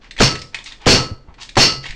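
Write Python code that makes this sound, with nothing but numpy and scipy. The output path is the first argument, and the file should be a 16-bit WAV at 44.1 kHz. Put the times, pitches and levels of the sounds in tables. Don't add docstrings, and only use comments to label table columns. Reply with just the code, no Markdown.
import sys
import numpy as np
from scipy import signal
from scipy.fft import rfft, irfft, next_fast_len
from scipy.io import wavfile

SR = 44100
rng = np.random.default_rng(int(sys.argv[2]) if len(sys.argv) > 2 else 0)


def put_to_file(sound):
    columns = np.atleast_2d(sound).T
    safe = np.clip(columns, -1, 1)
    whole_steps = np.round(safe * 32767)
    wavfile.write(sys.argv[1], SR, whole_steps.astype(np.int16))


N = 85995

# frequency in Hz, relative level in dB.
RUMBLE_EQ = [(20, -5.5), (60, -11.5), (130, -13), (300, -15), (700, -25), (2000, -34.5), (6000, -43.5),
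             (10000, -56), (15000, -67)]
# frequency in Hz, level in dB.
HUM_TONES = [(37.7, -52), (118.4, -60)]

# start, rise and hold in seconds, level in dB,
# treble tilt in dB per octave, resonance in Hz.
SCRAPES = [(.01, 0.01, 0.062, -49.5, -4, 1560), (0.523, 0.012, 0.083, -44.5, -8.5, 2380),
           (0.652, 0.014, 0.022, -31, 1.5, 3700), (0.702, .015, 0.025, -39.5, -3.5, 1865),
           (0.792, 0.039, 0.18, -40.5, -6.5, 945), (1.27, 0.018, 0.036, -45.5, -15, 910),
           (1.376, 0.012, 0.049, -42, -7, 985), (1.397, 0.027, 0.036, -34, 5, 2720),
           (1.823, 0.011, 0.081, -38, -1, 2240)]
# frequency in Hz, relative level in dB.
SCRAPE_EQ = [(150, -14.5), (500, -18.5), (950, -1), (1400, -3), (2200, 3.5), (4000, 3.5), (6000, -3),
             (8500, -14), (11000, -29.5), (15000, -61.5)]
# start in seconds, level in dB, treble tilt in dB per octave, resonance in Hz.
CLICKS = [(0.0434, -40.5, -3, 1810), (0.1092, -27.5, 0.5, 3860), (0.165, -30.5, -2.5, 2090),
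          (0.179, -25.5, -2.5, 2320), (0.1873, -20, -2, 3200), (0.197, -14, -1, 3170),
          (0.353, -19, -2, 2630), (.390, -35, 8, 5030), (0.416, -26.5, 2.5, 5300), (0.5448, -18, 0.5, 2490),
          (0.587, -29, -4, 3600), (0.6406, -34, 10, 6000), (0.6598, -32.5, 0.5, 2300),
          (.7213, -33.5, 1.5, 3570), (0.816, -42.5, 5, 3200), (0.8592, -19, -0.5, 3030),
          (1.3407, -41, -2.5, 2080), (1.4101, -35.5, -1, 4500), (1.4176, -36, 1, 4800),
          (1.4909, -28, 2, 3750), (1.555, -23, -1.5, 2340), (1.8396, -27.5, -4, 1850),
          (1.8557, -24.5, -5.5, 2700), (1.863, -26, -1, 2160), (1.868, -32.5, 0, 2820),
          (1.89, -34, -3, 1960), (1.9069, -27.5, 0.5, 2210), (1.926, -35.5, -4.5, 2410)]
# frequency in Hz, relative level in dB.
CLICK_EQ = [(200, -23), (600, -14.5), (900, -13.5), (1400, -15), (1900, 0.5), (2600, -5.5), (4000, -4.5),
            (5500, -11.5), (8500, -16.5), (11000, -37.5), (15000, -66)]

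# start in seconds, thud level in dB, thud resonance in Hz, then level in dB and
# hold in seconds for boom, jangle and ring in turn, ring emphasis in Hz, ring decay multiplier.
SLAMS = [(0.2023, 0, 1500, -10.5, 0.024, -7, 0.027, -10.5, 0.033, 5500, .85),
         (0.864, -2.5, 270, -10, 0.068, -6, 0.061, -13.5, 0.077, 4560, 0.9),
         (1.5675, -3, 716, -14.5, 0.063, -8, 0.067, -11.5, 0.076, 4780, 1.045)]
# frequency in Hz, relative level in dB.
THUD_EQ = [(25, -4.5), (70, -1), (130, 2), (260, -4), (650, -5.5), (1100, -12), (2500, -16.5), (6000, -23),
           (12000, -49)]
BOOM_EQ = [(25, -7), (55, -0.5), (85, 2), (130, 7), (190, -1.5), (260, -1), (450, -3.5), (700, -13),
           (1200, -12), (4000, -40)]
JANGLE_EQ = [(300, -13), (900, -5.5), (1500, -4.5), (2200, -2), (2800, 0.5), (3500, -2.5), (4000, -4),
             (4400, 6), (4800, -5), (5450, -1), (6500, -7.5), (8500, -12.5), (11000, -26.5), (15000, -64.5)]
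# frequency in Hz, relative level in dB, T60 in seconds.
BODY_MODES = [(86, -8.5, 0.53), (129.8, -4, 0.51), (199, -6.5, 0.28), (255, 0.5, 0.15), (406.3, -6, 0.29),
              (500, -8, 0.39), (653.4, -4.5, 0.17), (765, -12, 0.14)]
METAL_HZ = [2010, 2730, 2842, 4106, 4235, 4305, 4388, 4468, 4540, 4865, 5110, 5273, 5380, 5500, 5545, 6140,
            6308]
# relative level in dB, base T60 in seconds.
METAL_RINGS = [(-11.5, 0.39), (-5, 0.18), (-5, 0.36), (-7.5, 0.23), (-8, 0.38), (-4, 0.17), (-8.5, 0.42),
               (-3, 0.34), (-6, 0.39), (-6, 0.33), (-6.5, 0.2), (-4.5, 0.28), (-7.5, 0.3), (-9, 0.34),
               (-4, 0.27), (-5.5, 0.24), (-11.5, 0.24)]

# start in seconds, pitch in Hz, level in dB, T60 in seconds.
BUMPS = [(0.256, 140, -18, 0.16), (.41, 132.4, -51, 0.25), (1.112, 99.7, -18, 0.093),
         (1.282, 65.2, -35, 0.16), (1.774, 135.1, -33, 0.74), (1.897, 36.8, -30.5, .3)]
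# multiple of the bump's pitch, relative level in dB.
PUFF_EQ = [(.1, 11), (1.2, -1.5), (2.5, -9), (5, -19), (15, -52), (60, -80)]
# start in seconds, level in dB.
PINGS = [(0.284, -28.5), (0.976, -26.5), (1.673, -28.5)]

# frequency in Hz, T60 in seconds.
ROOM_DECAY = [(150, 0.17), (1000, 0.24), (4000, 0.32), (10000, 0.41)]
# frequency in Hz, gain in dB.
MIC_EQ = [(20, 6), (60, -3.5), (1000, -0.5), (5500, -1), (7000, -1), (9000, -7.5), (11000, -17.5),
          (15500, -16.5)]

SLAM_RISE_S, THUD_HOLD_S = 0.0034, 0.012


def amp(db):
    return 10 ** (np.asarray(db) / 20)


def unit(x):
    return x / np.sqrt(np.mean(x ** 2) + 1e-20)


def along(points, hz):
    freqs, values = np.transpose(points)
    return np.interp(np.log(hz + 1), np.log(freqs + 1), values)


def bell(hz, centre_hz, octaves):
    return 1 / (1 + (np.log2((hz + 1) / centre_hz) / octaves) ** 2)


def filtered(x, response):
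    size = next_fast_len(N + 8192)
    return irfft(rfft(x, size) * response(np.fft.rfftfreq(size, 1 / SR)), size)[:N]


def noise(eq, tilt_db=0, grains_per_s=0, peak_hz=1000, peak_db=0):
    source = rng.standard_normal(N)
    if grains_per_s:
        source += unit(rng.standard_normal(N) * (rng.random(N) < grains_per_s / SR))
    peak = lambda hz: peak_db * bell(hz, peak_hz, octaves=0.11)
    tilt = lambda hz: tilt_db * np.log2(np.maximum(hz, 500) / 500)
    return unit(filtered(source, lambda hz: amp(along(eq, hz) + peak(hz) + tilt(hz))))


def envelope(start, rise, hold, t60):
    t = np.arange(N) / SR - start
    return np.clip(t / rise, 0, 1) * amp(-60 * np.maximum(t - hold, 0) / t60)


def tone(hz, start=0, phase=0):
    return np.sqrt(2) * np.sin(2 * np.pi * hz * (np.arange(N) / SR - start) + phase)


def partial(hz, wander_rad, knots_per_s=50.4):
    phase = rng.uniform(0, 2 * np.pi)
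    knots = rng.standard_normal(1000)
    drift = np.interp(np.arange(N) * knots_per_s / SR, np.arange(len(knots)), knots)
    return tone(hz, phase=phase + wander_rad * drift)


def room_tone():
    return amp(-49.5) * noise(RUMBLE_EQ) + sum(amp(db) * tone(hz) for hz, db in HUM_TONES)


def scrapes():
    out = np.zeros(N)
    for start, rise, hold, db, tilt, hz in SCRAPES:
        grit = noise(SCRAPE_EQ, tilt, grains_per_s=1500, peak_hz=hz, peak_db=4.5)
        out += amp(db) * envelope(start, rise, hold, t60=0.13) * grit
    return out


def clicks():
    out = np.zeros(N)
    for start, db, tilt, hz in CLICKS:
        snap = noise(CLICK_EQ, tilt, peak_hz=hz, peak_db=9.5)
        out += amp(db) * envelope(start, rise=0.00088, hold=0.0016, t60=0.044) * snap
    return out


def thud(start, hz):
    return envelope(start, SLAM_RISE_S, THUD_HOLD_S, t60=0.11) * noise(THUD_EQ, peak_hz=hz, peak_db=5)


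def boom(start, hold, body_db=-6):
    out = envelope(start, SLAM_RISE_S, hold, t60=0.4) * noise(BOOM_EQ)
    for hz, db, t60 in BODY_MODES:
        out += amp(body_db + db) * envelope(start, SLAM_RISE_S, hold, t60) * partial(hz, wander_rad=0.34)
    return out


def jangle(start, hold):
    return envelope(start, rise=0.018, hold=hold, t60=0.27) * noise(JANGLE_EQ, grains_per_s=1300)


def metal_ring(start, hold, emphasis_hz, decay_scale):
    out = np.zeros(N)
    for hz, (db, t60) in zip(METAL_HZ, METAL_RINGS):
        level_db = db + 4 * bell(hz, emphasis_hz, octaves=0.26) + rng.normal(0, 1)
        swell = envelope(start + THUD_HOLD_S, rise=0.03, hold=hold - THUD_HOLD_S, t60=t60 * decay_scale)
        out += 0.5 * amp(level_db) * swell * partial(hz, wander_rad=1)
    return out


def slams():
    out = np.zeros(N)
    for (start, thud_db, thud_hz, boom_db, boom_hold, jangle_db, jangle_hold,
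         ring_db, ring_hold, emphasis_hz, decay_scale) in SLAMS:
        out += amp(thud_db) * thud(start, thud_hz)
        out += amp(boom_db) * boom(start, boom_hold)
        out += amp(jangle_db) * jangle(start, jangle_hold)
        out += amp(ring_db) * metal_ring(start, ring_hold, emphasis_hz, decay_scale)
    return out


def bumps(rise_s=0.0043):
    out = np.zeros(N)
    for start, hz, db, t60 in BUMPS:
        puff = amp(-3.5) * noise([(ratio * hz, eq_db) for ratio, eq_db in PUFF_EQ])
        out += amp(db) * envelope(start, rise_s, hold=rise_s, t60=t60) * (tone(hz, start) + puff)
    return out


def pings(hz=1301):
    return sum(amp(db) * envelope(start, rise=0.012, hold=0.026, t60=0.37) * partial(hz, wander_rad=0.3)
               for start, db in PINGS)


def room_reverb(x):
    hz, t, spectrum = signal.stft(rng.standard_normal(SR // 2), SR, nperseg=256)
    decay = amp(-60 * t / along(ROOM_DECAY, hz)[:, None])
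    tail = signal.istft(spectrum * decay, SR, nperseg=256)[1]
    impulse = np.pad(tail, (SR // 250, 0)) / np.linalg.norm(tail)
    return signal.fftconvolve(x, impulse)[:N]


def scene():
    handling = clicks() + scrapes()
    return (slams() + pings() + handling + amp(-5) * room_reverb(handling) + bumps() + room_tone())[None]


def record(dry, ceiling=0.62, knee=4.3, top_hz=15900):
    clipped = dry[0] / (1 + np.abs(dry[0] / ceiling) ** knee) ** (1 / knee)
    return filtered(clipped, lambda hz: amp(along(MIC_EQ, hz)) * (hz < top_hz))[None]


dry = scene()
out = record(dry)
put_to_file(out)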